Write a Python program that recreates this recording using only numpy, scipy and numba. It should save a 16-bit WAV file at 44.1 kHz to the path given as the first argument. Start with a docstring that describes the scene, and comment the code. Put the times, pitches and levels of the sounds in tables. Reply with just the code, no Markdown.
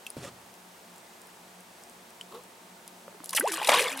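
"""Hand splash between boats at night

Still water, two small boats, faint hiss. A few drips tick and ring; a plastic hull is bumped.
Fingers break the surface, the hand plunges with a hiss and a rising gulp, then slaps the water.
Bubble clouds and spray follow. Short echoes off the hulls; close, almost mono."""
import sys
import numpy as np
from scipy import signal
from scipy.fft import rfft, irfft, next_fast_len
from scipy.io import wavfile
from scipy.ndimage import uniform_filter1d
from numba import njit

SR = 44100
rng = np.random.default_rng(int(sys.argv[2]) if len(sys.argv) > 2 else 0)


def int16_out(signal):
    """Quantize to a 16-bit WAV file."""
    q = np.round(np.clip(np.atleast_2d(signal).T, -1, 1) * 32767)
    wavfile.write(sys.argv[1], SR, q.astype(np.int16))


N = 176400
T = np.arange(N) / SR

# far hiss; its side channel relative to mid (frequency [Hz], gain [dB])
HISS_EQ = [(15, -81), (25, -50), (59, -18.5), (92, -21), (123, -9.5), (149, -18.5), (180, 2), (206, -9.5),
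           (229, -1), (263, -9), (476, -6.5), (887, -6), (1330, -11), (5000, -18), (9070, -18.5),
           (16000, -25)]
HISS_SIDE_EQ = [(200, -21), (380, -8), (1300, -1.5), (4400, -5), (8100, -7.5), (15000, -31)]
# far drone (frequency [Hz], level [dB])
DRONE_PARTIALS = [(182, -68), (363, -70), (692, -70.5), (908, -68.5)]
# drops trapping one bubble (time [s], pitch [Hz], level [dB], t60 [s], tick re ring [dB])
DRIPS = [(0.0663, 2640, -31, 0.035, 4), (0.066, 3100, -29, 0.011, 1), (0.103, 9600, -25, 0.0086, -10),
         (0.103, 5000, -40, 0.0085, -10), (2.2112, 3045, -27, 0.018, -2),
         (2.878, 10000, -26.5, 0.0023, -6.5), (3.243, 9500, -28, .008, -1.5),
         (3.259, 10450, -21, 0.0017, -8.5), (3.2928, 5150, -27, 0.0083, 10),
         (3.3076, 9930, -20, 0.0028, -5), (3.332, 1080, -25.5, 0.033, -1.5),
         (3.3977, 11060, -7.5, 0.0033, -22), (3.4001, 10100, -13.5, 0.012, -10),
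         (3.4094, 1535, -18.5, 0.027, -27), (3.413, 1960, -27.5, 0.035, -17), (3.52, 2316, -33.5, .05, 10),
         (3.537, 1180, -28, 0.036, -7), (3.595, 1623, -29.5, 0.03, -8), (3.616, 853, -22, 0.061, -17),
         (3.629, 2440, -24, 0.019, 3), (3.647, 3606, -22.5, 0.02, 5.5), (3.673, 3890, -20, 0.023, -10.5),
         (3.742, 1099, -20, 0.077, -15), (3.748, 977, -24.5, .2, -15), (3.778, 1567, -26.5, 0.093, -12),
         (3.769, 3720, -16.5, 0.017, -18), (3.794, 2130, -21.5, 0.051, -0.5),
         (3.7933, 2450, -16, 0.029, -14), (3.858, 2210, -28, 0.11, -5.5), (3.882, 3500, -23, 0.03, -2.5),
         (3.902, 2380, -29, 0.03, 2), (3.927, 2474, -26, 0.032, 0), (3.992, 4150, -28, 0.014, 1.5)]
# drop impact (frequency [Hz], gain [dB])
TICK_EQ = [(300, -98), (1800, -38), (2800, 1.5), (4500, 6.5), (7000, 5), (10000, 7.5), (16000, -11)]
# hull bumps; wavelets under the hull (time [s], level [dB], t60 [s], pitch [Hz])
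BUMPS = [(0.1677, -27, .035, 265), (.1795, -30, 0.047, 176)]
CLUCKS = [(3.0802, -31, .03, 574), (3.127, -41, .018, 706), (3.146, -40.5, 0.08, 425),
          (3.2036, -32.5, 0.045, 301), (3.238, -35.5, .03, 746)]
# their contacts (frequency [Hz], gain [dB])
BUMP_EQ = [(60, -24), (200, -3), (480, 0), (620, -1), (850, -34), (9000, -36)]
CLUCK_EQ = [(100, -32), (400, -3), (1200, 2.5), (2000, -14), (4000, -26), (9000, -42)]
# hull resonances (frequency [Hz], level [dB], t60 [s])
HULL_MODES = [(81, -55, 0.98), (114.2, -48.5, 0.79), (132.4, -43, 0.57), (184.5, -48, 0.26),
              (255, -50, 0.58), (329, -48.5, 0.37)]
# slide over the hull; ripple against it (time [s], level [dB])
SLIDE_ENV = [(.165, -62), (.171, -47.5), (.205, -50), (.25, -38.5), (.262, -44.5), (.283, -45.5),
             (.297, -51), (.315, -72)]
LAP_ENV = [(2.30, -71), (2.325, -44), (2.337, -62), (2.346, -40.5), (2.375, -51.5), (2.43, -61)]
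# their spectra (frequency [Hz], gain [dB])
SLIDE_EQ = [(40, -42), (130, 7.5), (300, 1), (550, 1), (800, -3.5), (1300, -4.5), (5000, -12), (9000, -13),
            (16000, -33)]
LAP_EQ = [(150, -19), (450, 2.5), (750, -8.5), (1100, 4), (1700, -25), (3000, -17), (4000, -13.5),
          (5200, -24), (15000, -27)]
# large air pockets (time [s], length [s], first pitch [Hz], last pitch [Hz], level [dB])
GULPS = [(.236, 0.03, 586, 530, -39.5), (0.26, 0.037, 1150, 1340, -47), (2.32, 0.098, 418, 535, -46),
         (2.3, 0.085, 1153, 960, -54), (3.466, 0.047, 495, 360, -32), (3.49, 0.096, 331, 324, -39.5),
         (3.683, 0.009, 950.1, 799.7, -20.5), (3.687, 0.0109, 680, 560, -14),
         (3.712, 0.044, 840, 1160, -21), (3.71, 0.037, 580.6, 633, -23.5), (3.77, 0.062, 554, 375, -33),
         (3.803, 0.01866, 626.2, 469.5, -25), (3.806, 0.039, 341, 583.1, -28.5),
         (3.846, 0.031, 565.4, 418, -30.5), (3.886, 0.16, 282, 255, -44.5)]
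# far bubble bursts; droplets landing without a ring (time [s], level [dB])
POPS = [(.4625, -37), (.541, -35), (.96, -33), (.9815, -32), (1.217, -31), (1.271, -34.5), (1.6065, -35),
        (1.8365, -30), (1.8972, -32.5), (2.1055, -35), (2.437, -34)]
DROPLETS = [(3.477, -25.5), (3.5195, -17), (3.5415, -19.5), (3.5728, -23), (3.6765, -16), (3.7995, -15),
            (3.8195, -16.5), (3.842, -21), (3.9245, -27), (3.977, -29)]
# their spectra (frequency [Hz], gain [dB])
POP_EQ = [(3000, -20), (6000, -5), (9000, 0), (11000, -3), (14000, -12)]
DROPLET_EQ = [(400, -26), (2600, 1.5), (9500, 1.5), (12500, -13), (16000, -22)]
# clouds: fine spray, small bubbles, large bubbles (time [s], level [dB])
SPRAY_ENV = [(3.226, -77), (3.245, -50), (3.322, -64), (3.335, -31), (3.345, -52), (3.351, -28.5),
             (3.359, -32), (3.365, -21), (3.379, -34.5), (3.42, -52.5), (3.47, -51), (3.481, -38),
             (3.513, -48), (3.522, -35.5), (3.541, -34), (3.56, -43), (3.606, -49), (3.66, -43.5),
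             (3.679, -27.5), (3.685, -40.5), (3.692, -26.5), (3.728, -41.5), (3.749, -27), (3.764, -39.5),
             (3.80, -33.5), (3.825, -33.5), (3.854, -45), (3.926, -42), (3.961, -61.5), (3.973, -40.5),
             (4, -51)]
FIZZ_ENV = [(3.319, -71), (3.335, -35.5), (3.343, -46), (3.365, -35.5), (3.383, -29.5), (3.40, -52),
            (3.459, -48), (3.484, -35.5), (3.515, -41.5), (3.57, -37), (3.606, -39.5), (3.66, -35),
            (3.684, -35.5), (3.695, -22.5), (3.707, -30), (3.722, -25), (3.748, -24), (3.765, -29.5),
            (3.78, -25.5), (3.82, -31.5), (3.87, -35.5), (3.925, -39.5), (3.96, -46), (4, -39)]
CHURN_ENV = [(3.32, -53), (3.346, -42.5), (3.385, -49), (3.49, -48), (3.559, -45), (3.58, -36.5),
             (3.651, -41), (3.681, -35.5), (3.694, -22.5), (3.705, -28.5), (3.72, -25.5), (3.76, -28),
             (3.82, -36.5), (3.87, -35.5), (3.92, -44), (4, -46)]
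# their spectra (frequency [Hz], gain [dB])
SPRAY_EQ = [(2500, -16), (4500, -1), (6500, -4), (8000, 3), (10000, 6), (12000, 1), (14000, -3),
            (16000, -17)]
FIZZ_EQ = [(900, -19.5), (1500, -4), (2200, -2), (3000, 0.5), (4000, -4), (5500, -3), (9000, -23)]
CHURN_EQ = [(60, -60), (120, 8), (280, -4), (700, -2), (1050, 5.5), (1400, -0.5), (2200, -20), (6000, -44)]
# hollow behind the hand; its trapped air rising (time [s], resonance [Hz], level [dB])
HOLLOW_TRACK = [(3.364, 4230, -56), (3.373, 2900, -26), (3.379, 2000, -23), (3.385, 1170, -25.5),
                (3.392, 760, -42), (3.401, 380, -38.5), (3.408, 300, -68)]
PLOP_TRACK = [(3.393, 270, -68.5), (3.401, 274, -38.5), (3.413, 276, -40.5), (3.432, 363, -34.5),
              (3.448, 598, -23.5), (3.457, 790, -30), (3.467, 916, -30), (3.475, 1016, -25.5),
              (3.481, 1080, -46)]
# blows of the hand and of falling water (time [s], level [dB], decay [s])
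SLAPS = [(3.6928, -2.5, .0028), (3.718, -12, .002), (3.7202, -10, .0018), (3.7414, -7.5, .0016),
         (3.7615, -16, .0015), (3.7785, -17, .003), (3.7945, -16, .002)]
# slap spectrum; sound scattered sideways by the water (frequency [Hz], gain [dB])
SLAP_EQ = [(40, -66), (280, -25), (520, -3), (700, 2), (1100, -1), (1500, -11), (2300, 0), (3800, -9),
           (5500, -14), (9400, -13), (16000, -40)]
SCATTER_EQ = [(100, -70), (380, -23), (1300, -14.5), (2500, -18.5), (4600, -9.5), (8000, -13),
              (15000, -27.5)]


def amp(db):
    """dB to gain."""
    return 10 ** (np.asarray(db) / 20)


def unit(x):
    """Scale to rms 1."""
    return x / np.sqrt(np.mean(x ** 2) + 1e-20)


def envelope(rows):
    """Gain from (time [s], ..., level [dB]) rows; silent outside them."""
    rows = np.array(rows)
    return amp(np.interp(T, rows[:, 0], rows[:, -1], left=-200, right=-200))


def colour(x, eq):
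    """Minimum-phase EQ by folded cepstrum."""
    hz, db = np.array(eq).T
    size = next_fast_len(len(x) + 4096, True) // 2 * 2
    bin_hz = np.arange(size // 2 + 1) * SR / size
    gain = amp(np.interp(np.log(bin_hz + 1), np.log(hz), db))
    cepstrum = irfft(np.log(gain))
    cepstrum[1:size // 2] *= 2
    cepstrum[size // 2 + 1:] = 0
    return irfft(rfft(x, size) * np.exp(rfft(cepstrum)))[:len(x)]


def low_cut(x, hz):
    """Second-order high-pass."""
    return signal.sosfilt(signal.butter(2, hz, "high", fs=SR, output="sos"), x)


@njit
def band(x, centre_hz, width):
    """Swept state-variable band-pass; width = 1/Q."""
    y = np.empty(len(x))
    band_state, low_state = 0., 0.
    for i in range(len(x)):
        g = np.tan(np.pi * centre_hz[i] / SR)
        v = (band_state + g * (x[i] - low_state)) / (1 + g * (g + width))
        band_state = 2 * v - band_state
        low_state += 2 * g * v
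        y[i] = width * v
    return y


def noise(eq):
    """Coloured noise, rms 1."""
    return unit(colour(rng.standard_normal(N), eq))


def wander(rate_hz):
    """Interpolated random values, spread near 1."""
    return np.interp(T * rate_hz, np.arange(4096), rng.standard_normal(4096))


def sine(hz):
    """Sine along a pitch curve."""
    return np.sin(2 * np.pi * np.cumsum(hz) / SR)


def add(out, start_s, x):
    """Mix x into out."""
    i = int(np.clip(start_s * SR, 0, N))
    out[i:i + len(x)] += x[:N - i]


def ring(hz, t60_s, rise_oct=0):
    """Struck resonance; pitch rises by rise_oct over the decay."""
    t = T[:int(t60_s * SR) + 2]
    return sine(hz * 2 ** (rise_oct * t / t60_s)) * np.exp(-np.log(1000) * t / t60_s)


def radiate(hz, t60_s, rise_oct=0):
    """Ring as it reaches the air: thin below its own pitch."""
    return low_cut(ring(hz, t60_s, rise_oct), 0.55 * hz)


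def click(eq, decay_s):
    """Sharp contact with a brief rough tail, peak 1."""
    t = T[:1024]
    tail = rng.standard_normal(len(t)) * np.exp(-t / decay_s)
    x = colour(4 * (t == 0) + tail, eq)
    return x / np.abs(x).max()


def knocks(rows, contact_eq):
    """Each knock: a damped body plus its contact click."""
    out = np.zeros(N)
    for start_s, db, t60_s, hz in rows:
        add(out, start_s, 0.5 * amp(db) * radiate(hz, t60_s))
        add(out, start_s, 0.72 * amp(db) * click(contact_eq, decay_s=0.00027))
    return out


def night(hiss_db=-53):
    """Steady far hiss with a faint wavering drone, stereo."""
    mid = amp(hiss_db + 0.25 * wander(6.05)) * noise(HISS_EQ)
    for hz, db in DRONE_PARTIALS:
        gain = amp(db + 2 * wander(5.25))
        mid += gain * unit(sine(hz * (1 + 0.00618 * wander(9.8))))
    side = amp(hiss_db) * colour(noise(HISS_EQ), HISS_SIDE_EQ)
    return np.array([mid + side, mid - side])


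def whine(hz=8070.0, db=-72):
    """Faint narrow band in the hiss."""
    return amp(db) * unit(band(rng.standard_normal(N), np.full(N, hz), width=0.03))


def drips(tick_decay_s=0.00093, spatter_decay_s=0.0066):
    """Each drop ticks, spatters and leaves a ringing bubble."""
    rings, ticks = np.zeros(N), np.zeros(N)
    t = T[:1024]
    burst = 0.21 * np.exp(-t / tick_decay_s) + amp(-20.5) * np.exp(-t / spatter_decay_s)
    for start_s, hz, db, t60_s, tick_db in DRIPS:
        add(rings, start_s, amp(db) * radiate(hz, t60_s, rise_oct=0.025))
        impact = burst * rng.standard_normal(len(t)) + 0.5 * (t == 0)
        add(ticks, start_s, amp(db + tick_db) * impact)
    return rings + colour(ticks, TICK_EQ)


def bumps():
    """Two dull bumps; the first rings the hull's modes."""
    out = knocks(BUMPS, BUMP_EQ)
    for hz, db, t60_s in HULL_MODES:
        add(out, BUMPS[0][0], amp(db) * ring(hz, t60_s))
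    return out


def slide():
    """Something rubs unevenly across the hull."""
    return noise(SLIDE_EQ) * envelope(SLIDE_ENV) * amp(1.5 * wander(200))


def gulps(peak_share=0.43, waver_oct=0.02):
    """Air pockets ring while changing shape: swell, glide, wobble, fade."""
    out = np.zeros(N)
    bend_oct = waver_oct * wander(130)
    for start_s, length_s, first_hz, last_hz, db in GULPS:
        progress = np.linspace(0, 1, int(length_s * SR))
        i = int(rng.random() * N / 2)
        hz = first_hz * (last_hz / first_hz) ** progress * 2 ** bend_oct[i:i + len(progress)]
        shape = np.sin(np.pi * np.interp(progress, [0, peak_share, 1], [0, 0.5, 1]))
        add(out, start_s, amp(db) * shape * sine(hz))
    return out


def pops(decay_s=0.0006, faint_db=-51, spread_db=8):
    """Tiny bubbles burst farther off, the faintest at random."""
    out = np.zeros(N)
    t = T[:1024]
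    faint = [(when * T[-1], faint_db - spread_db * cut) for when, cut in rng.random((45, 2))]
    for start_s, db in list(POPS) + faint:
        add(out, start_s, amp(db) * rng.standard_normal(len(t)) * np.exp(-t / decay_s))
    return colour(out, POP_EQ)


def lap():
    """A ripple washes against the hull."""
    return noise(LAP_EQ) * envelope(LAP_ENV)


def clucks():
    """Wavelets knock under the hull."""
    return knocks(CLUCKS, CLUCK_EQ)


def cloud(eq, levels, count, range_hz, t60_cycles, spread_db, noise_db):
    """Random bubbles ring over rushing noise; louder and denser as the water is stirred."""
    low_hz, high_hz = range_hz
    rings, stirring = np.zeros(N), envelope(levels)
    births = np.cumsum(np.sqrt(stirring))
    for when, pitch, size, life, sign in rng.random((count, 5)):
        start_s = np.searchsorted(births, when * births[-1]) / SR
        hz = low_hz * (high_hz / low_hz) ** pitch
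        gain = amp(-spread_db * np.log(1 - 0.97 * size)) * np.sign(sign - 0.5)
        add(rings, start_s, gain * ring(hz, t60_cycles * (0.5 + life) / hz, rise_oct=0.19))
    rings = colour(rings, eq)
    # flatten, so that stirring alone sets the level
    rings /= np.sqrt(np.abs(uniform_filter1d(rings ** 2, size=1000)) + 1e-6)
    return (rings + amp(noise_db) * noise(eq)) * stirring


def droplets(decay_s=0.00092, shower_db=7, spread_db=12):
    """Thrown water patters back: clear ticks in a lesser shower that follows the fizz level."""
    clear, shower = np.zeros(N), np.zeros(N)
    for start_s, db in DROPLETS:
        add(clear, start_s, amp(db) * click(DROPLET_EQ, decay_s))
    first_s = FIZZ_ENV[0][0]
    for when, cut in rng.random((55, 2)):
        start_s = first_s + when * (T[-1] - first_s)
        add(shower, start_s, amp(shower_db - spread_db * cut) * click(DROPLET_EQ, decay_s))
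    return clear + shower * envelope(FIZZ_ENV)


def plunge(width=0.49):
    """Rushing water sounds the deepening hollow behind the hand; the resonance falls."""
    time_s, hz, _ = np.array(HOLLOW_TRACK).T
    centre_hz = np.interp(T, time_s, hz)
    rush = band(band(rng.standard_normal(N), centre_hz, width), centre_hz, width)
    return unit(rush / np.sqrt(centre_hz)) * envelope(HOLLOW_TRACK)


def plop():
    """The hollow's trapped air rises to the surface; the pitch climbs."""
    time_s, hz, _ = np.array(PLOP_TRACK).T
    flutter = amp(3.4 * wander(250))
    return unit(sine(np.interp(T, time_s, hz))) * flutter * envelope(PLOP_TRACK)


def slaps(attack_s=0.000098, pulse_db=1, torn_db=-14):
    """Each blow: a pressure pulse and a short burst of torn water."""
    pulses, bursts = np.zeros(N), np.zeros(N)
    for start_s, db, decay_s in SLAPS:
        add(pulses, start_s, amp([db]))
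        add(bursts, start_s, amp(db) * np.exp(-T / decay_s) * (1 - np.exp(-T / attack_s)))
    impulse = 1.0 * (T[:SR // 10] == 0)
    peak = np.abs(colour(impulse, SLAP_EQ)).max()
    return amp(pulse_db) * colour(pulses, SLAP_EQ) / peak + amp(torn_db) * bursts * noise(SLAP_EQ)


def reflections(near, echo_db=-17, t60_s=0.064, delay_s=0.0049, scatter_s=0.0018):
    """Mono to stereo: short hull echoes; the water scatters differently to each side."""
    t = T[:SR // 4]
    echoes = rng.standard_normal(len(t)) * np.exp(-np.log(1000) * t / t60_s) * (t > delay_s)
    scatter = rfft(rng.standard_normal(len(t)) * np.exp(-t / scatter_s))
    all_pass = irfft(scatter / np.abs(scatter))[:len(t) // 2]
    mid = near + amp(echo_db) * signal.fftconvolve(near, echoes / np.linalg.norm(echoes))[:N]
    side = colour(signal.fftconvolve(near, all_pass)[:N], SCATTER_EQ)
    return np.array([mid + side, mid - side])


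def scene():
    """Splashes in front, hull slightly right, night all round."""
    bubbles = drips() + pops() + droplets()
    bubbles += cloud(SPRAY_EQ, SPRAY_ENV, count=1400, range_hz=(4793, 15500),
                     t60_cycles=30, spread_db=5.5, noise_db=-7)
    bubbles += cloud(FIZZ_EQ, FIZZ_ENV, count=600, range_hz=(1468, 4611),
                     t60_cycles=38, spread_db=3, noise_db=-14)
    bubbles += cloud(CHURN_EQ, CHURN_ENV, count=140, range_hz=(431, 1350),
                     t60_cycles=19, spread_db=2, noise_db=-8)
    bubbles = low_cut(bubbles, hz=294)  # small bubbles radiate little bass
    water = low_cut(bubbles + plunge() + plop() + slaps(), hz=180) + gulps()
    hull = low_cut(bumps() + clucks() + slide() + lap(), hz=60.4)
    pan_db = [[-0.25], [0.25]]
    return reflections(hull) * amp(pan_db) + whine() + reflections(water) + night()


def record(dry):
    """Steep 16 kHz low-pass."""
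    return signal.sosfilt(signal.ellip(10, 0.2, 80, 16000, fs=SR, output="sos"), dry)


dry = scene()
out = record(dry)
int16_out(out)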